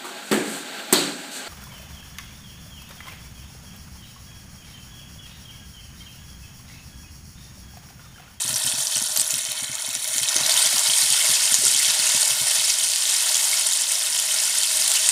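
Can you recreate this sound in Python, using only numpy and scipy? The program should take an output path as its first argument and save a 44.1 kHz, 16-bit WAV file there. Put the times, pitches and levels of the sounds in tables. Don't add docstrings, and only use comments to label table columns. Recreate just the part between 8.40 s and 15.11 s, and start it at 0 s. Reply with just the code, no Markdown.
import sys
import numpy as np
from scipy import signal
from scipy.fft import rfft, irfft, next_fast_len
from scipy.io import wavfile
from scipy.ndimage import uniform_filter1d, map_coordinates

SR = 44100
rng = np.random.default_rng(int(sys.argv[2]) if len(sys.argv) > 2 else 0)


def output_pcm(signal):
    pcm = np.clip(np.atleast_2d(signal).T, -1, 1) * 32767
    wavfile.write(sys.argv[1], SR, np.round(pcm).astype(np.int16))


def voltage_ratio(decibels):
    exponent = np.asarray(decibels, float) / 20
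    return 10 ** exponent


N = 295911

BUBBLE_PITCHES = [1000, 2900, 7000, 13000]
BUBBLE_SWING = [0.46, 0.67, 0.88, 0.61]
BUBBLE_DRIFT = [1, 1, .7, 1]
BUBBLE_SURGE = [6.5, 2.5, -0.5, 1]


def bubble_levels(hz, t):
    lands_s, rise_s, settle_s = 1.99, 0.093, 0.46
    since = t - lands_s
    surge = np.exp(-np.maximum(-since / rise_s, since / settle_s))
    frame_at = np.minimum(t * SR, N - 1).astype(int)
    levels = []
    for swing, surge_db, drift_db in zip(BUBBLE_SWING, BUBBLE_SURGE, BUBBLE_DRIFT):
        drift = drift_db * wobble(4.986)[frame_at]
        levels.append(swing * strength(t) + surge_db * surge + drift)
    blend = np.array([along(list(zip(BUBBLE_PITCHES, row)), hz) for row in np.eye(4)]).T
    return blend @ levels


# from_s, to_s, pitch_hz, width_hz, level_db
PAN_ECHOES = [
    (-.1, 0.85, 2160, 410, -9),
    (-.1, 0.79, 4960, 330, -7),
    (0.87, 1.9, 4900, 680, -10),
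    (0.78, 2.1, 8430, 1550, -5),
    (-.1, 2.66, 2800, 390, -5),
    (0.87, 2., 12100, 2000, -5),
    (-.1, 2.4, 15000, 1500, 0.5),
    (0.88, 0.97, 13000, 7500, 6),
]


def pan_echoes(hz, t):
    total = 0
    for from_s, to_s, pitch_hz, width_hz, level_db in PAN_ECHOES:
        notch = np.exp(-(2 * (hz[:, None] - pitch_hz) / width_hz) ** 2)
        fade = np.clip(np.minimum(t - from_s, to_s - t) / .1 + .5, 0, 1)
        total = total + level_db * notch * fade
    return total


def boil():
    hiss = voltage_ratio(0.21 * wobble(14) + 0.64 * wobble(70)) * rng.standard_normal(N)
    hiss_db = np.interp(np.arange(N) / SR, [1.8, 2.3], [-4.5, -.2])
    sizzle = unit(froth(count=17000, spread_db=4.4, size=260) + voltage_ratio(hiss_db) * unit(hiss))
    sizzle = unit(filtered(sizzle, pan_colour))
    hz, t, z = signal.stft(sizzle, SR, nperseg=512)
    gain_db = bubble_levels(hz, t) + STRONG_DB + 0.97 + pan_echoes(hz, t)
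    patches = uniform_filter1d(rng.standard_normal(z.shape), size=4, axis=0)
    patches = uniform_filter1d(patches, size=4, axis=1)
    return signal.istft(z * voltage_ratio(gain_db + 0.57 * unit(patches)), SR, nperseg=512)[1][:N]


def froth(count, spread_db, size):
    busy = np.cumsum(voltage_ratio(3 * wobble(110) + 1.7 * wobble(40) + .5 * wobble(14)))
    draw = rng.random((count, 4))
    start_s = np.interp(draw[:, 0], busy / busy[-1], np.arange(N) / SR)
    pitch_hz = 500 * 30 ** draw[:, 1] ** 0.855
    excess = np.minimum(-np.log(1 - draw[:, 2]), 3)
    excess *= np.clip(np.minimum(pitch_hz / 2500, 8000 / pitch_hz), .35, 1)
    cycles = .6 + 3.5 * draw[:, 3] ** 3
    bubbles = clatter(bursts(start_s, spread_db * excess, pitch_hz, cycles, size), wet_db=-2.5, t60=.022)
    z = rfft(bubbles)
    envelope = np.sqrt(abs(uniform_filter1d(abs(z) ** 2, size=4001)) + 1e-12)
    return unit(irfft(z / envelope, N))


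STRONG_DB = -21
# time_s, level_db
BOIL_STRENGTH = [(0, -25.5), (.3, -25.5), (.7, -26), (1, -26), (1.4, -30), (1.75, -25.5), (2.05, -21),
                 (2.11, -19.5), (2.35, -20), (2.7, -20.5), (3.1, -20), (3.66, -20), (4.35, -23.5),
                 (5.05, -22), (5.45, -24), (6.2, -24), (6.5, -21), (6.71, -21)]


def strength(t):
    return np.interp(t, *np.transpose(BOIL_STRENGTH)) - STRONG_DB


# pitch_hz, level_db (per Hz)
OIL_COLOUR = [(230, -39), (400, -24.5), (510, -27.5), (590, -14), (1300, -14.5), (1900, -7), (3000, -4),
              (5000, -0.5), (8300, -1.5), (10500, -7), (11500, -7), (13000, -16), (14000, -18),
              (15400, -16.5)]
# pitch_hz, width_hz, level_db
BOWL_MODES = [(625, 38, 7.5), (694, 93, -3), (907, 133, 4), (1136, 43, 5), (1190, 68, -4), (1436, 154, 3),
              (1685, 26, -9.5), (2240, 35, 4), (2334, 166, -7.5), (3020, 57, -2.5), (3100, 110, 4),
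              (3550, 130, 0), (6200, 330, -1), (7000, 330, 2), (9300, 1330, 7)]


def pan_colour(f):
    bowl_db = sum(db / (1 + (2 * (f - hz) / width) ** 2) for hz, width, db in BOWL_MODES)
    return voltage_ratio(along(OIL_COLOUR, f) + bowl_db)


# start_s, level_db (peak), pitch_hz
LOUD_POPS = [(.0936, -11.5, 7300), (.1621, -4, 9400), (.299, -11, 8040), (.4708, -8, 5560), (.57, -8, 5700),
             (.7648, -4.5, 8200), (.7738, 0, 11300), (.7976, -3, 8200), (.8157, -5, 8200),
             (.9074, -10, 6680), (.941, -8, 5670), (1.1182, -9.5, 9300), (1.5519, -11, 6930),
             (1.7823, -4.5, 6800), (1.832, -3.5, 9150), (1.9651, -2.5, 6070), (2.0953, -1, 8800),
             (2.263, -1, 7000), (2.3937, -5, 7300), (2.9144, -9, 8300), (3.1426, 1, 6640),
             (3.2522, -2, 9650), (3.5459, -8, 9400), (4.1117, -6, 9910), (4.5601, -6.5, 7020),
             (4.945, -6, 6420), (4.9677, -7, 6930), (6.4795, -5, 9600), (6.517, -4, 7400),
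             (6.6898, 1.5, 8200)]


def pops():
    start_s, level_db, pitch_hz = np.vstack([LOUD_POPS, lesser_pops(count=110)]).T
    draw = rng.random((len(start_s), 3))
    ring = bursts(start_s, level_db + 1.1, pitch_hz, 2.4 + 3 * draw[:, 0], size=500)
    snap_hz = 8000 * (.6 + .6 * draw[:, 1])
    snap = bursts(start_s, level_db - 3, snap_hz, 1 + draw[:, 2], size=100)
    kicks = np.bincount(np.round(start_s * SR).astype(int), voltage_ratio(level_db - 9.0), N)[:N]
    spray_fade = voltage_ratio(-60 * np.arange(900) / SR / 0.0087)
    spray = np.convolve(kicks, spray_fade)[:N] * rng.standard_normal(N)
    return ring + voltage_ratio(5.0) * filtered(snap + spray, pan_colour)


def lesser_pops(count):
    low_hz, high_hz = 5270, 9850
    draw = rng.random((count, 3))
    start_s = (np.arange(count) + draw[:, 0]) / count * (N - 1) / SR
    level_db = -11.5 + 0.52 * strength(start_s) + 5 * 2 * (draw[:, 1] - .5)
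    return np.transpose([start_s, level_db, low_hz + (high_hz - low_hz) * np.sqrt(draw[:, 2])])


# start_s, level_db, pitch_hz, length_cycles
STEAM_POCKETS = [
    (1.961, -21, 320, .5),
    (2.085, -29, 633, 5.6),
    (3.222, -33, 500, 2),
    (3.234, -29.5, 405, 5),
]
# start_s, level_db (peak), pitch_hz
RINGING_BUBBLES = [(.2324, -13, 3570), (.3227, -12, 3300), (.5613, -9, 2940), (1.259, -16, 3860),
                   (1.8796, -6.5, 3680), (2.0348, -6, 3850), (2.0505, -7, 3720), (2.0947, -4, 3570),
                   (2.163, -6, 2970), (2.177, -2, 3550), (2.2523, -4, 3250), (2.3682, -14, 2900),
                   (2.469, -10, 3080), (2.4987, -3, 3100), (2.536, -5, 3180), (2.6289, -6, 4070),
                   (2.811, -9.5, 3060), (2.9387, -6.5, 3290), (3.3463, -5.5, 3200), (3.3997, -12.5, 2030),
                   (3.4461, -7, 3100), (3.6706, -8, 2670), (4.6543, -11, 3550), (4.9528, -5, 3200),
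                   (5.13, -11.5, 2120), (5.6685, -10, 3560), (6.572, -7, 2780)]


def blops():
    pockets = bursts(*np.transpose(STEAM_POCKETS), size=4000)
    start_s, level_db, pitch_hz = np.transpose(RINGING_BUBBLES)
    return pockets + bursts(start_s, level_db - 3.5, pitch_hz, 5.5 + 0 * start_s, size=1200)


# pitch_hz, level_db
JET_COLOUR = [(6200, -30), (7500, 3), (9500, 1), (10500, -15), (12000, -4), (13500, -30)]


def spit():
    start_s, length_s, level_db = .765, .055, -25
    since = np.arange(N) / SR - start_s
    gate = np.clip(np.minimum(since / .004, (length_s - since) / .015 + 1), 0, 1)
    jet = unit(filtered(rng.standard_normal(N), lambda f: voltage_ratio(along(JET_COLOUR, f))))
    return voltage_ratio(level_db + 3.9 * wobble(121)) * gate * jet


def ticks(count):
    bright_hz = 9000
    draw = rng.random((count, 3))
    start_s = draw[:, 0] * (N - 1) / SR
    level_db = -14 + .5 * strength(start_s) + 4 * 2 * (draw[:, 1] - .5)
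    size = voltage_ratio(level_db) * np.sign(draw[:, 2] - .5)
    clicks = np.bincount(np.round(start_s * SR).astype(int), size, N)[:N]
    clicks = filtered(clicks, lambda f: pan_colour(f) * (1 + (f / bright_hz) ** 2))
    return clatter(clicks, wet_db=-5, t60=.012)


# start_s, level_db (peak), upper_db (upper board modes)
FOOTFALLS = [(0.045, -33, -8.5), (.094, -31, -18), (.121, -29.5, -15), (.243, -31.5, -16), (.332, -36, -9),
             (0.379, -38, -15), (.557, -35, -11), (.611, -37, -6), (.78, -40, -7), (.804, -41, -10),
             (.93, -38, -8), (1.082, -41, -13), (1.218, -40, -9), (1.291, -34, -13), (1.478, -40, -9),
             (1.556, -42, -9), (1.753, -44, -7), (1.809, -36, -18), (2.004, -36, -10), (2.336, -39, -6),
             (2.485, -39.5, -9), (2.625, -37.5, -10), (2.703, -36, -16), (2.89, -35, -6.5),
             (3.115, -39, -7), (3.181, -38, -7), (3.478, -39.5, -6), (3.741, -36.5, -6),
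             (3.908, -38, -14.5), (4.009, -33.5, -12)]
# start_s, level_db (peak)
LIGHT_TOUCHES = [(.265, -40), (.698, -45), (.962, -44), (1.69, -49), (2.044, -41), (2.144, -48),
                 (2.252, -42), (3.254, -37), (3.346, -42), (3.589, -42), (4.18, -47)]
# pitch_hz, level_db, t60_s
FLOOR_MODES = [(85, -11, .08), (127, -1, .09), (205, 6, .055), (240, 8, .07), (300, 0, .055),
               (402, -4, .055)]


def steps():
    out, t = np.zeros(N + SR), np.arange(SR // 4) / SR
    falls = list(FOOTFALLS) + [(start_s, level_db, -9.5) for start_s, level_db in LIGHT_TOUCHES]
    draws = rng.standard_normal((len(falls), len(FLOOR_MODES)))
    for (start_s, level_db, upper_db), draw in zip(falls, draws):
        ring = 0
        for k, ((hz, mode_db, t60), d) in enumerate(zip(FLOOR_MODES, draw)):
            fade = voltage_ratio(mode_db + 1.3 * d + (hz > 180) * upper_db - 60 * t / t60)
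            ring = ring + (-1) ** k * fade * np.sin(2 * np.pi * hz * (1 + 0.035 * d) * t)
        soft_onset = 1 - np.exp(-t / 0.0044)
        out[round(start_s * SR):][:len(t)] += voltage_ratio(level_db + 4.0) * ring * soft_onset
    return out[:N]


# pitch_hz, t60_s
ROOM_DECAY = [(300, 0.24), (3000, 0.12), (12000, 0.039)]


def walls(x):
    hz, t, z = signal.stft(rng.standard_normal(SR // 2), SR, nperseg=256)
    tail = signal.istft(z * voltage_ratio(-60 * t / along(ROOM_DECAY, hz)[:, None]), SR, nperseg=256)[1]
    delayed = np.pad(x, (130, 0))
    return signal.fftconvolve(delayed, tail / np.linalg.norm(tail))[:N]


# pitch_hz, level_db (per Hz)
MURMUR_COLOUR = [(15, -63), (25, -14), (108, 0), (172, -8.5), (225, -0.5), (305, -8.5), (388, -4),
                 (482, -29), (520, 2), (680, -50), (1140, -120)]


def kitchen():
    murmur = unit(filtered(rng.standard_normal(N), lambda f: voltage_ratio(along(MURMUR_COLOUR, f))))
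    upper = filtered(murmur, lambda f: f > 300)
    rise = voltage_ratio(1.2 * (strength(np.arange(N) / SR) + 0.8))
    return voltage_ratio(-59 + 1.5 * wobble(5)) * (murmur - upper + upper * rise)


def bursts(start_s, level_db, pitch_hz, cycles, size):
    t = np.arange(size) / SR
    age = pitch_hz[:, None] * t / cycles[:, None]
    envelope = voltage_ratio(level_db)[:, None] * np.exp(-age) * (1 - np.exp(-6 * age))
    ring = envelope * np.sin(2 * np.pi * pitch_hz[:, None] * t * (1 + 0.017 * age))
    at = np.round(start_s * SR).astype(int)[:, None] + np.arange(size)
    return np.bincount(at.ravel(), ring.ravel(), N + size + SR)[:N]


def clatter(x, wet_db, t60):
    tail = voltage_ratio(-60 * np.arange(1200) / SR / t60) * rng.standard_normal(1200)
    return x + voltage_ratio(wet_db) * signal.fftconvolve(x, tail / np.linalg.norm(tail))[:N]


def unit(x):
    return x / np.sqrt(np.mean(x ** 2) + 1e-20)


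def along(points, hz):
    f, v = np.transpose(points)
    return np.interp(np.log(hz + 1), np.log(f + 1), v)


def wobble(rate):
    knots = rng.standard_normal(int(N * rate / SR) + 4)
    return map_coordinates(knots, [np.arange(N) * rate / SR])


def filtered(x, response):
    m = next_fast_len(N + SR // 2)
    return irfft(rfft(x, m) * response(np.fft.rfftfreq(m, 1 / SR)), m)[:N]


def scene():
    near = pops() + blops() + spit()
    feet = steps()
    room = walls(voltage_ratio(-7) * near + voltage_ratio(-12.5) * feet)
    return (boil() + near + feet + room + kitchen() + ticks(count=260))[None]


def band_limit(x):
    return signal.sosfilt(signal.butter(12, 15690, fs=SR, output="sos"), x)


def record(dry):
    limited = dry[0] / (1 + abs(dry[0] / .9) ** 5) ** (1 / 5)
    mix = filtered(limited, lambda f: np.clip((15600 - f) / 150 + .5, 0, 1) * f ** 2 / (f ** 2 + 45 ** 2))
    return band_limit(mix[None])


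dry = scene()
out = record(dry)
output_pcm(out)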